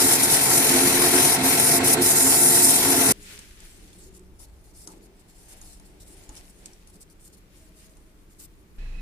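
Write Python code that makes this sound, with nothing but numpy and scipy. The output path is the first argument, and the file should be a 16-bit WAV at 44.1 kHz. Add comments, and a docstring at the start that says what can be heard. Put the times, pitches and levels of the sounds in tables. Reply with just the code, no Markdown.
"""A woodturning workshop, in three scenes. An abrasive strip is pressed to a goblet spinning on a lathe:
grit catches the wood, swelling once a turn, over the ringing, throbbing drone of the machine.
Then the room is quiet: a palm slows the goblet and a cloth pad wipes finish on, with small taps of
fingers and nails. Last, the finished goblet stands in a low rumble and a thin whine."""
import sys
import numpy as np
from scipy import signal
from scipy.fft import rfft, irfft
from scipy.io import wavfile
from scipy.ndimage import uniform_filter1d

SR = 44100
rng = np.random.default_rng(int(sys.argv[2]) if len(sys.argv) > 2 else 0)


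def dump(signal):
    """Clip the signal to [-1, 1] and save it as 16-bit WAV at the path in sys.argv[1]."""
    limited = np.clip(np.atleast_2d(signal).T, -1, 1)
    pcm = np.round(limited * 32767).astype(np.int16)
    wavfile.write(sys.argv[1], SR, pcm)


N = 397341
T = np.arange(N) / SR
HZ = np.fft.rfftfreq(N, 1 / SR)
LATHE_END_S, WIPING_END_S = 3.123, 8.783


def gain_of(db):
    """Decibels to amplitude."""
    return 10 ** (np.asarray(db) / 20)


def unit_rms(x):
    """Scales to rms 1."""
    return x / np.sqrt(np.mean(x ** 2) + 1e-20)


def over_hz(points):
    """Curve interpolated over log frequency."""
    f, value = np.transpose(points)
    return np.interp(np.log(HZ + 1), np.log(f + 1), value)


def spectrum(points):
    """dB curve as gain over frequency."""
    return gain_of(over_hz(points))


def over_time(points):
    """Curve interpolated over time."""
    return np.interp(T, *np.transpose(points))


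def resonances(modes):
    """Gain over frequency of steep-skirted modes: f/Hz, width/Hz, level/dB."""
    return together(gain_of(db) / (1 + ((HZ - hz) / width) ** 2) ** 1.39 for hz, width, db in modes)


def colour(x, gain):
    """Filters by a gain over frequency, to rms 1."""
    return unit_rms(irfft(rfft(x) * gain, N))


def white():
    """Two channels of independent noise."""
    return rng.standard_normal((2, N))


def wander(rate_hz):
    """Random drift, rms 1."""
    return colour(rng.standard_normal(N), 1 / (1 + (HZ / rate_hz) ** 4))


def tone(hz, waver, rate_hz):
    """Sine whose pitch wavers by a small fraction."""
    return np.sin(2 * np.pi * np.cumsum(hz * (1 + waver * wander(rate_hz))) / SR)


def held(start, length, attack_s, release_s):
    """Attack, hold, release: 0 to 1 and back."""
    return np.clip(np.minimum((T - start) / attack_s, (start + length - T) / release_s) + .5, 0, 1)


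def arch(start, length):
    """Rounded swell: 0 to 1 and back."""
    return np.sqrt(np.sin(np.pi * np.clip((T - start) / length, 0, 1)).clip(0))


def together(gains):
    """Power sum of unrelated levels."""
    return np.sqrt(sum(g ** 2 for g in gains))


def blows(times, dbs, rise_s, t60_s, carrier=1):
    """Fast-rising, decaying impacts: envelopes, or rings if given a carrier."""
    hits = np.zeros(N)
    hits[np.round(times * SR).astype(int)] = gain_of(dbs)
    shape = (1 - np.exp(-T / rise_s)) * gain_of(-60 * T / t60_s) * carrier
    return signal.oaconvolve(hits, shape[:SR // 2])[:N]


def grains(per_s, spread_db, decay_s=0.0006):
    """Tiny noise bursts of uneven size at random times."""
    size = gain_of(spread_db * np.minimum(rng.exponential(1, N), 4))
    caught = rng.random(N) < per_s / SR
    power = signal.lfilter([1], [1, -np.exp(-1 / (decay_s * SR))], (size * caught) ** 2)
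    return unit_rms(np.sqrt(power) * white())


def shifting(x, depth_db):
    """Colour drifts in random patches."""
    z = signal.stft(x, nperseg=512, noverlap=384)[2]
    patches = uniform_filter1d(rng.standard_normal(z.shape[1:]), size=8, axis=0)
    patches = unit_rms(uniform_filter1d(patches, size=22, axis=1))
    return signal.istft(z * gain_of(depth_db * patches), nperseg=512, noverlap=384)[1][:, :N]


def reflections(x, echo_db, count=12, span_s=0.005):
    """Faint echoes off nearby hard surfaces ripple each channel's spectrum."""
    echo = np.zeros((2, SR // 10))
    delays = (rng.uniform(0.0011, span_s, (2, count)) * SR).astype(int)
    gains = gain_of(echo_db) * rng.choice([-1, 1], delays.shape) / np.sqrt(count)
    np.put_along_axis(echo, delays, gains, 1)
    echo[:, 0] = 1
    return signal.oaconvolve(x, echo / np.linalg.norm(echo[0]), axes=1)[:, :N]


def panned(db):
    """Channel gains for an L-R level difference."""
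    return gain_of(np.vstack([db, -db]) / 2)


def stereo(x, correlation, balance=((100, 0), (10000, 0))):
    """Blends two unrelated signals to a correlation and L-R balance over frequency."""
    a, b = rfft(x)
    likeness = over_hz(correlation)
    common, apart = a * np.sqrt(1 + likeness), b * np.sqrt(1 - likeness)
    channels = np.array([common + apart, common - apart]) * panned(over_hz(balance))
    return irfft(channels, N) / np.sqrt(2)


def low_pass(x, edge_hz):
    """Steep band limit."""
    return signal.oaconvolve(x, signal.firwin(511, edge_hz, window=("kaiser", 9), fs=SR)[None], "same")


def once_a_turn(depth, spin_hz=43.06):
    """The piece runs slightly out of true, so the load swells every turn."""
    return 1 + depth * np.cos(2 * np.pi * spin_hz * T)


# Room air: f/Hz, rel. level/dB
ROOM_SPECTRUM = [(12, -47), (20, 5), (46, 1), (124, -9.5), (189, -9), (242, -12), (347, -23), (571, -27),
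                 (1170, -23), (2410, -30.5), (3010, -51), (10200, -40), (15000, -36.5)]
# Deep rumble: t/s, rel. level/dB
ROOM_RUMBLE = [(3.15, -45.5), (4.5, -44), (5.2, -50), (5.75, -44), (7.0, -51.5), (8.75, -47)]
# Room stereo field: f/Hz, L-R correlation
ROOM_CORRELATION = [(60, 0.79), (280, 0.93), (640, 0.42), (1400, -0.14), (3000, -0.029), (15000, -0.052)]


def room_air():
    """Still air over a slowly varying deep rumble."""
    air = spectrum(ROOM_SPECTRUM)
    rumble = gain_of(over_time(ROOM_RUMBLE) - 7.5) * colour(white(), air / (1 + (HZ / 130) ** 4))
    steady = gain_of(-56) * colour(white(), air)
    return stereo(rumble + steady, ROOM_CORRELATION)


# Air around the finished goblet: f/Hz, rel. level/dB
CLOSING_AIR = [(35, -34), (60, -11), (174, -9.5), (246, -22), (324, -17.5), (381, -26.5), (440, -17),
               (520, -27.5), (1420, -30), (2590, -29), (3190, -32), (13100, -45.5), (15000, -77)]
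# Steady hum: f/Hz, level/dB
CLOSING_HUM = [(97, -61), (167.5, -64)]
# Whine bands: f/Hz, width/Hz, rel. level/dB
WHINE_BANDS = [(1710, 120, -9), (1945, 73, -7), (2610, 29, -7), (2545, 21, 5), (2700, 65, -10.5),
               (3870, 80, -12), (4100, 90, -10)]
# Air and whine balance: f/Hz, L-R/dB
CLOSING_BALANCE = [(500, 0.5), (1200, -1), (2000, -6), (2550, -9.5), (3000, -4), (3850, -1), (4150, -4),
                   (6500, -1)]
# Swells of the whine: t/s, length/s, level/dB
SQUEALS = [(8.938, 0.022, -52.5), (8.976, 0.031, -50.5)]
# Their partials: f/Hz, rel. level/dB
SQUEAL_PARTIALS = [(1995, -15), (2550, -1.5), (3850, -19), (4150, -19)]


def closing_ambience(throb_hz=28.3):
    """Deep throb, faint hum and air; a thin whine on the right swells twice."""
    phase = 2 * np.pi * np.cumsum(throb_hz * (1 + 0.04 * wander(rate_hz=17))) / SR
    throb = gain_of(-30) * (np.cos(phase) + 0.18 * np.cos(2 * phase))
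    hum = sum(gain_of(db) * np.sin(2 * np.pi * hz * T) for hz, db in CLOSING_HUM)
    air = gain_of(-50) * colour(white(), spectrum(CLOSING_AIR))
    whine = gain_of(-59 + 2.6 * wander(rate_hz=39)) * colour(white(), resonances(WHINE_BANDS))
    swells = together(gain_of(db) * arch(s, length) for s, length, db in SQUEALS)
    squeal = swells * sum(gain_of(db) * tone(hz, waver=0.00394, rate_hz=62) for hz, db in SQUEAL_PARTIALS)
    return throb + hum + panned(-14) * squeal + stereo(air + whine, ROOM_CORRELATION, CLOSING_BALANCE)


def dull_click(at_s=8.779):
    """One tiny click as the last scene opens."""
    return blows(np.array([at_s]), dbs=-50, rise_s=0.00003, t60_s=0.003)


# Spindle rumble: f/Hz, rel. level/dB
SPINDLE_SPECTRUM = [(90, -26), (180, 5), (240, -9.5), (300, 3), (390, 0), (520, -9), (900, -19),
                    (1400, -38)]
# Hand pushes: t/s, length/s, rel. level/dB
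SPINDLE_PUSHES = [(3.05, 0.19, -58), (3.677, 0.35, -59.5), (3.95, 0.27, -62), (4.802, 0.29, -57),
                  (5.746, 0.74, -61), (6.546, 0.19, -59), (6.924, 0.085, -58), (7.28, 0.13, -63)]
# Bearing hums: start t/s, end t/s, f/Hz, width/Hz, level/dB
BEARING_HUMS = [(3.0, 3.449, 201, 13, -56.5), (3.0, 3.482, 410, 9.8, -60.5), (3.922, 4.35, 370, 33, -56),
                (4.052, 4.35, 188, 3, -59), (3.91, 4.7, 62.4, 9.4, -56), (4.85, 5.21, 207, 8, -60.5),
                (4.877, 5.2, 383, 20, -61), (5.948, 6.45, 375, 25, -64), (7.53, 8.196, 640, 27, -72)]


def spindle():
    """Rolls softly, louder at each push; the bearings hum as it coasts or is nudged."""
    pushes = together(gain_of(db) * arch(s, length) for s, length, db in SPINDLE_PUSHES)
    level = gain_of(2) * np.hypot(gain_of(-63), pushes)
    out = stereo(level * colour(white(), spectrum(SPINDLE_SPECTRUM)), ROOM_CORRELATION)
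    for start, end, hz, width, db in BEARING_HUMS:
        ring = colour(rng.standard_normal(N), resonances([(hz, width, 0)]))
        out += gain_of(db) * arch(start, end - start) * ring
    return out


# Light contact between strokes: t/s, cloth rel. level/dB, skin rel. level/dB
RESTING_CONTACT = [(3.15, -57.5, -55), (3.9, -62, -59), (4.3, -69, -68), (4.7, -71, -67.5), (5.1, -71, -66),
                   (5.5, -63, -62.5), (5.97, -66, -63.5), (6.5, -62, -65), (6.83, -66, -64),
                   (7.07, -74, -67), (7.6, -64.5, -65.5), (8.1, -70, -67.5), (8.75, -72.5, -67.5)]
# Palm rubs: t/s, length/s, rel. level/dB
PALM_RUBS = [(3.207, 0.57, -44), (3.56, 0.36, -52.5), (4.387, 0.19, -65), (4.857, 0.39, -60.5),
             (5.455, 0.43, -56), (6.03, 0.92, -58.5), (6.28, 0.51, -55.5), (6.575, 0.44, -57.5),
             (7, 0.05, -63), (7.464, 0.52, -61.5), (7.761, 0.34, -60), (8.386, 0.16, -60)]
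# Skin friction: f/Hz, rel. level/dB
SKIN_SPECTRUM = [(400, -2), (900, -11), (1500, 3.5), (2300, 6), (3500, 3), (6000, 0), (12000, -9.5)]
# Coupling of palm to cup: t/s, gain/dB
GRIP = [(3.4, -21.5), (4.5, -1.5), (6.4, -6), (8.5, -20)]


def palm(rise_share=0.18, fade_db=-35):
    """Skin bears down, then each rub fades as the cup slows; the hollow cup sounds beneath."""
    rubs = []
    for start, length, db in PALM_RUBS:
        progress = np.clip((T - start) / length, 0, 3)
        fading = np.maximum(progress - rise_share, 0) / (1 - rise_share)
        rubs.append(np.minimum(progress / rise_share, 1) * gain_of(db + fade_db * fading))
    resting_db = over_time([(s, db) for s, _, db in RESTING_CONTACT])
    level = np.hypot(together(rubs), gain_of(resting_db))
    cup = gain_of(over_time(GRIP)) * colour(white(), resonances([(684, 290, -0.5), (873, 29, 0.5)]))
    friction = white() + 0.45 * grains(per_s=160, spread_db=3)
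    skin = gain_of(-0.5) * colour(friction, spectrum(SKIN_SPECTRUM))
    return level * (skin + cup)


# Pad strokes: t/s, length/s, rel. level/dB, attack/s
PAD_STROKES = [(3.22, 0.16, -52, .016), (3.637, 0.15, -56, .02), (3.926, 0.048, -56, .012),
               (3.982, 0.066, -53.5, 0.018), (4.04, 0.054, -58, .01), (4.142, 0.04, -53.5, .02),
               (4.391, 0.065, -51, 0.007), (4.64, 0.083, -60, 0.0055), (4.746, 0.11, -51.5, 0.031),
               (4.862, 0.073, -54, .012), (4.938, 0.046, -62, 0.0092), (5.018, 0.05, -58.5, 0.024),
               (5.193, 0.026, -60, 0.0048), (5.283, 0.033, -58, 0.0089), (5.35, 0.13, -56.5, .03),
               (5.482, 0.06, -51, .008), (5.565, 0.03, -57, .007), (5.612, 0.13, -53, .006),
               (5.85, 0.022, -57, .015), (6.001, 0.036, -52, .005), (6.065, 0.085, -54.5, 0.022),
               (6.166, 0.04, -57, .007), (6.318, 0.094, -56, .016), (6.363, 0.016, -54, .004),
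               (6.49, 0.024, -55, 0.018), (6.575, 0.18, -64, 0.023), (6.868, 0.041, -61, 0.0044),
               (6.93, 0.038, -59, 0.013), (7.007, 0.028, -51, 0.018), (7.1, 0.034, -59, .003),
               (7.2, 0.045, -61, .015), (7.244, 0.042, -53.5, .014), (7.325, 0.031, -57.5, .006),
               (7.37, 0.02, -60, .01), (7.542, 0.16, -64, 0.028), (7.763, 0.11, -57.5, 0.035),
               (7.894, 0.036, -60.5, 0.0054), (8.301, 0.04, -62, 0.016), (8.391, 0.07, -47.5, 0.018)]
# Swish: f/Hz, rel. level/dB
SWISH_SPECTRUM = [(900, -19), (1500, -16), (3300, -11.5), (4300, -3), (5500, -1), (8000, -3), (9200, 0.5),
                  (10800, -1), (12000, -6.5), (15000, -15)]
# Swish resonances: f/Hz, width/Hz, rel. level/dB
SWISH_PEAKS = [(6900, 300, -1), (8070, 1100, 3), (9740, 760, -2.5)]
# Dry pad fizz: f/Hz, rel. level/dB
FIZZ_SPECTRUM = [(8000, -30), (11500, 0), (13000, 1), (15000, -4)]
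# Fizz envelope: t/s, rel. level/dB
FIZZ_ENVELOPE = [(6.7, -22), (7.0, -13), (7.4, -14), (7.8, -19), (8.35, -7)]


def cloth_pad(release_s=0.012):
    """Fibres slide and catch on the wood in short strokes over a light, uneven contact."""
    strokes = together(gain_of(db) * held(s, length, attack_s, release_s)
                       for s, length, db, attack_s in PAD_STROKES)
    resting_db = over_time([(s, db) for s, db, _ in RESTING_CONTACT])
    level = np.hypot(strokes, gain_of(resting_db + 2.2 * wander(rate_hz=9.4)))
    fibres = unit_rms(white() + 0.7 * grains(per_s=940, spread_db=2))
    fibres *= gain_of(0.96 * wander(rate_hz=16))
    fibres = shifting(reflections(fibres, echo_db=-9), depth_db=2.4)
    swish = gain_of(-0.5) * colour(fibres, np.hypot(spectrum(SWISH_SPECTRUM), resonances(SWISH_PEAKS)))
    fizz = gain_of(over_time(FIZZ_ENVELOPE)) * colour(fibres, spectrum(FIZZ_SPECTRUM))
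    return level * (swish + fizz)


# Taps: t/s, click, knock and thud rel. level/dB, ring f/Hz
FINGER_TAPS = [(3.39, -37.5, -58, -65, 8250), (3.603, -45.5, -62, -65, 8340), (3.930, -53, -64, -65, 3500),
               (4.193, -52, -66, -72, 8000), (4.399, -49, -56, -65, 7700), (4.873, -34, -46, -60, 6400),
               (4.918, -51, -70, -68, 8000), (5.614, -43.5, -55.5, -65, 6770), (5.797, -49, -62, -65, 9900),
               (6.2912, -40.5, -49, -36.5, 6890), (6.352, -45, -73, -60, 9890),
               (6.363, -45, -72, -66, 5500), (6.369, -44.5, -69, -60, 3360), (6.376, -46, -72, -68, 5500),
               (6.452, -55, -72, -68, 6000), (6.6577, -35, -69, -62, 8090), (6.733, -50, -66, -68, 5730),
               (6.873, -47.5, -61, -62, 10500), (7.028, -51, -82, -62, 6960),
               (7.099, -56, -75, -72.5, 4500), (7.571, -57, -76, -72, 8000), (7.894, -59, -74, -72, 9500),
               (7.969, -55, -62, -70, 9650), (8.399, -45, -68, -68, 9000)]
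# Dry click: f/Hz, rel. level/dB
CLICK_SPECTRUM = [(500, -11), (1200, -20), (3000, -10), (5000, -2), (6600, 2.5), (8500, -1), (11000, -3),
                  (15000, -32)]
# Hollow cup: f/Hz, width/Hz, rel. level/dB
GOBLET_MODES = [(301, 75, 6), (425, 90, -8), (694, 90, -13), (860, 48, 4), (935, 35, -2), (1015, 53, -1.5),
                (1284, 153, -4)]
# Balance of all hand sounds: f/Hz, L-R/dB
HAND_BALANCE = [(200, 2), (700, -0.5), (1500, 4), (4400, 1.5), (6800, 0.5), (7800, -4), (8800, -2),
                (10200, 11), (11300, 7.5), (12500, 2), (15000, 8)]


def taps(ring_width_hz=470):
    """Fingers and nails hit the goblet: ringing click, hollow knock, thud through the spindle."""
    s, click_db, knock_db, thud_db, ring_hz = np.transpose(FINGER_TAPS)
    snap = blows(s, click_db, rise_s=0.002, t60_s=0.013)
    tail = 0.068 * blows(s, click_db, rise_s=0.0031, t60_s=0.12)
    latest_tap = np.maximum(np.searchsorted(s, T) - 1, 0)
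    carrier = np.sin(2 * np.pi * np.cumsum(ring_hz[latest_tap]) / SR)
    ring = gain_of(-2) * unit_rms(colour(white(), resonances([(0, ring_width_hz, 0)])) * carrier)
    click = gain_of(11) * (snap + tail) * unit_rms(colour(white(), spectrum(CLICK_SPECTRUM)) + ring)
    knock = blows(s, knock_db, rise_s=0.00079, t60_s=0.23) * colour(white(), resonances(GOBLET_MODES))
    thud = blows(s, thud_db, rise_s=0.0009, t60_s=0.14, carrier=np.sin(2 * np.pi * 48 * T))
    return stereo(click + knock, ROOM_CORRELATION, HAND_BALANCE) + thud


# Motor pitch: t/s, f/Hz
MOTOR_GLIDE = [(0.0, 906.0), (0.27, 898), (0.49, 903.9), (0.65, 884), (0.76, 901.2), (1.12, 893.9),
               (1.46, 904), (1.66, 892), (2.28, 899), (2.48, 892), (2.63, 901.4), (2.86, 892), (3.11, 896)]


def motor():
    """A whine from the right, wavering with the load."""
    return panned(-18) * gain_of(-41) * tone(over_time(MOTOR_GLIDE), waver=0.00599, rate_hz=12.01)


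# Lathe throbs: centre t/s, length/s, low and high tone rel. level/dB, low and high tone f/Hz
LATHE_THROBS = [(0.056, 0.12, -32, -30, 272, 354), (0.192, 0.14, -34, -37, 269, 351),
                (0.36, 0.088, -37.5, -48, 268, 362), (0.597, 0.11, -29.5, -28.5, 264, 352),
                (0.79, 0.21, -26, -28.5, 261, 354), (0.976, 0.27, -37.5, -29.5, 269, 358),
                (1.17, 0.097, -29, -23, 268, 359), (1.453, 0.11, -23.5, -31, 264, 352),
                (1.576, 0.035, -30, -33, 269, 354), (1.811, 0.26, -30, -28.5, 264, 353),
                (2.002, 0.065, -27, -24.5, 269, 356), (2.251, 0.15, -26.5, -36, 265, 360),
                (2.517, 0.24, -34, -31, 264, 358), (2.683, 0.19, -34, -32, 269, 358),
                (2.905, 0.09, -23, -27, 270, 354), (2.978, 0.09, -28, -32.5, 265, 353),
                (3.082, 0.11, -31.5, -35.5, 260.3, 349)]


def throbbing(waver=0.0081, top_hz=440.4, rough_db=1.6):
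    """Three rough machine tones swell a few times a second; the lower two shift pitch each time."""
    centres, lengths, low_db, high_db, low_hz, high_hz = np.transpose(LATHE_THROBS)
    swells = np.array([arch(s - length / 2, length) for s, length in zip(centres, lengths)])
    low_level = together(gain_of(low_db)[:, None] * swells)
    high_level = together(gain_of(high_db)[:, None] * swells)
    low = tone(np.interp(T, centres, low_hz), waver, rate_hz=17.4)
    high = tone(np.interp(T, centres, high_hz), waver, rate_hz=26)
    top = gain_of(-9) * tone(top_hz, waver=0.025, rate_hz=20)
    roughness = gain_of(rough_db * wander(rate_hz=30))
    return np.sqrt(2) * (low_level * low + high_level * (high + top)) * roughness


# Bed, housing and motor modes: f/Hz, width/Hz, rel. level/dB
MACHINE_MODES = [(102, 27, -13), (141.8, 26, -8), (206, 19, -10), (271, 34, -4), (320, 16, -13),
                 (356, 21.5, -4.5), (437, 31, -7.5), (692, 58, -12), (696, 57, -10.5), (790, 88, -14),
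                 (1085, 11, -14), (1371, 60, -14.5), (1520, 35, -15.5), (1700, 51, -22), (2110, 110, -18),
                 (2637, 50, -15)]
# Bearing and belt rumble: f/Hz, rel. level/dB
BEARING_SPECTRUM = [(20, -46.5), (55, -25), (90, -23), (500, -16.5), (1200, -34.5), (2100, -21.5),
                    (3200, -56), (8000, -24), (14000, -56)]
# Drone envelope: t/s, rel. level/dB
DRONE_ENVELOPE = [(0.0, -26.5), (0.47, -27.5), (0.77, -25), (1.18, -25.5), (1.3, -27), (1.85, -25.5),
                  (2.12, -27.5), (2.83, -28), (2.9, -27), (3.1, -24)]
# Left-right likeness of the sanding scene, hollow and phasey near 3-4 kHz: f/Hz, L-R correlation
SANDING_CORRELATION = [(60, 1), (400, 0.9), (750, 0.69), (1300, 0.088), (1900, 0.24), (2400, 0.15),
                       (2850, -0.54), (3250, -0.18), (3600, -0.98), (4200, 0.12), (8000, -0.2),
                       (8900, -0.046), (9400, -0.2), (10150, 0.32), (10600, 0)]
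# Balance of the sanding scene: f/Hz, L-R/dB
SANDING_BALANCE = [(100, -1.5), (400, -2), (560, -4.5), (720, -1), (900, -3), (1100, -2), (3200, 1.5),
                   (4800, -2.5), (6100, 0), (7300, -4), (8500, 0.5), (9500, 6.5), (11000, 5.5), (12500, 6),
                   (13500, 0.5)]


def lathe(free_run_db=2):
    """Bearings and belt shake the machine into ringing, louder when the strip eases off."""
    shake = white() * once_a_turn(depth=0.1)
    body = colour(shake, np.hypot(resonances(MACHINE_MODES), spectrum(BEARING_SPECTRUM)))
    drone = gain_of(over_time(DRONE_ENVELOPE) + free_run_db * (1 - pressure())) * body
    drone[0] += gain_of(-2) * throbbing()  # row 0 becomes common to both channels
    return stereo(drone, SANDING_CORRELATION, SANDING_BALANCE)


# Fingers ease the strip off: t/s, length/s, gain/dB, ramp/s
STRIP_EASINGS = [(0.17, 0.021, -6.5, 0.018), (0.264, 0.029, -4.5, 0.023), (0.381, 0.029, -3.5, 0.017),
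                 (0.481, 0.014, -6.5, 0.026), (1.363, 0.071, -14, 0.036), (1.789, 0.05, -22, 0.013),
                 (1.949, 0.065, -20.5, 0.02)]


def pressure():
    """Load of strip on wood: 1 at full contact, less at each easing."""
    return gain_of(sum(db * held(s, length, ramp_s, ramp_s) for s, length, db, ramp_s in STRIP_EASINGS))


# Strip tilt: t/s, tilt (0 flat, 1 on edge)
STRIP_TILT = [(0.0, 0.31), (0.55, 0.3), (0.95, 0.06), (1.28, 0.24), (1.5, 0.29), (1.97, 0.51), (2.05, 0.61),
              (2.4, 0.69), (2.7, 0.68), (2.78, 0.32), (3.0, 0.25)]
# Harder bites of grit: t/s, length/s, gain/dB
GRIT_BITES = [(0.123, 0.021, 3.5), (0.15, 0.0093, 2), (0.23, 0.021, 3.5), (0.31, 0.048, 2),
              (0.357, 0.011, 1), (0.518, 0.067, 2), (1.213, 0.042, 2), (1.932, 0.015, 6), (2.705, 0.006, 5),
              (3.108, 0.011, 3)]
# Grit hiss: f/Hz, rel. level/dB
HISS_SPECTRUM = [(2800, -39.5), (3600, -35), (5000, -3.5), (6000, -3), (7200, -1.5), (8200, 0), (9000, 2),
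                 (9600, 2), (10100, -1.5), (10700, -1.5), (11500, -1), (12300, -1.5), (13200, 0.5),
                 (14100, -5)]
# Peaks in the grit hiss: f/Hz, width/Hz, rel. level/dB
HISS_PEAKS = [(9510, 510, 7.5), (9930, 480, -0.5), (11800, 450, -7)]
# Sizzle of the biting edge: f/Hz, rel. level/dB
SIZZLE_SPECTRUM = [(5000, -28.5), (7300, 3.5), (8500, 2), (9700, 5), (10700, -7.5), (12300, -2.5),
                   (13200, 0), (14100, -1.5)]
# Wood under the grit: f/Hz, rel. level/dB
SCRAPE_SPECTRUM = [(400, -13.5), (900, -0.5), (1250, -4.5), (1600, -2), (2150, 0.5), (2600, -3), (3050, -6),
                   (3800, -1), (6000, -14.5), (10000, -46)]
# Grainy, flickering band around 4-6 kHz: f/Hz, rel. level/dB
FLICKER_SPECTRUM = [(2500, -23), (3300, -14), (3900, 4), (4700, -9), (5800, 3), (7000, -7), (9000, -27)]


def sanding(bite_ramp_s=0.005, brush_db=-49.5):
    """Grit catches wood thousands of times a second; on edge the strip hisses more, scrapes less."""
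    tilt = over_time(STRIP_TILT)
    bites_db = sum(db * held(s, length, bite_ramp_s, bite_ramp_s) for s, length, db in GRIT_BITES)
    force = pressure() * gain_of(bites_db + 0.97 * wander(rate_hz=24))  # fingers press unevenly
    contact = once_a_turn(depth=0.1)
    chatter = gain_of(0.24 * wander(rate_hz=170))
    catches = unit_rms(white() + 0.64 * grains(per_s=3700, spread_db=1.5)) * contact * chatter
    catches = shifting(reflections(catches, echo_db=-13), depth_db=1.5)

    hiss_level = np.hypot(force * gain_of(-20.5 + 3 * tilt), gain_of(brush_db))  # eased, it still brushes
    hiss = colour(catches, np.hypot(spectrum(HISS_SPECTRUM), resonances(HISS_PEAKS)))
    sizzle = gain_of(-23 + 23 * tilt) * colour(catches, spectrum(SIZZLE_SPECTRUM))
    scrape_level = gain_of(-25 - 9 * tilt + 1.1 * wander(rate_hz=23)) * once_a_turn(depth=0.07)
    scrape = scrape_level * colour(catches, spectrum(SCRAPE_SPECTRUM))
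    flicker = shifting(grains(per_s=1400, spread_db=2.5) * contact, depth_db=2.5)
    flickering = force * gain_of(-33.5 + 0.5 * tilt) * colour(flicker, spectrum(FLICKER_SPECTRUM))
    mix = hiss_level * (hiss + sizzle) + scrape + flickering
    return stereo(mix, SANDING_CORRELATION, SANDING_BALANCE) * panned(1.04 - 4.5 * tilt)


def scene(crossfade_s=0.003):
    """Sanding, wiping and the finished goblet, in turn."""
    machine = low_pass(motor() + lathe() + sanding(), edge_hz=14300)
    wiping = stereo(palm() + cloth_pad(), ROOM_CORRELATION, HAND_BALANCE)
    finishing = room_air() + spindle() + wiping + taps()
    sanded, wiped = (np.clip((T - s) / crossfade_s + .5, 0, 1) for s in (LATHE_END_S, WIPING_END_S))
    return machine * (1 - sanded) + finishing * (sanded - wiped) + closing_ambience() * wiped + dull_click()


def record(dry):
    """Full-scale limit and band limit."""
    return low_pass(np.clip(dry, -1, 1), edge_hz=15330)


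dry = scene()
out = record(dry)
dump(out)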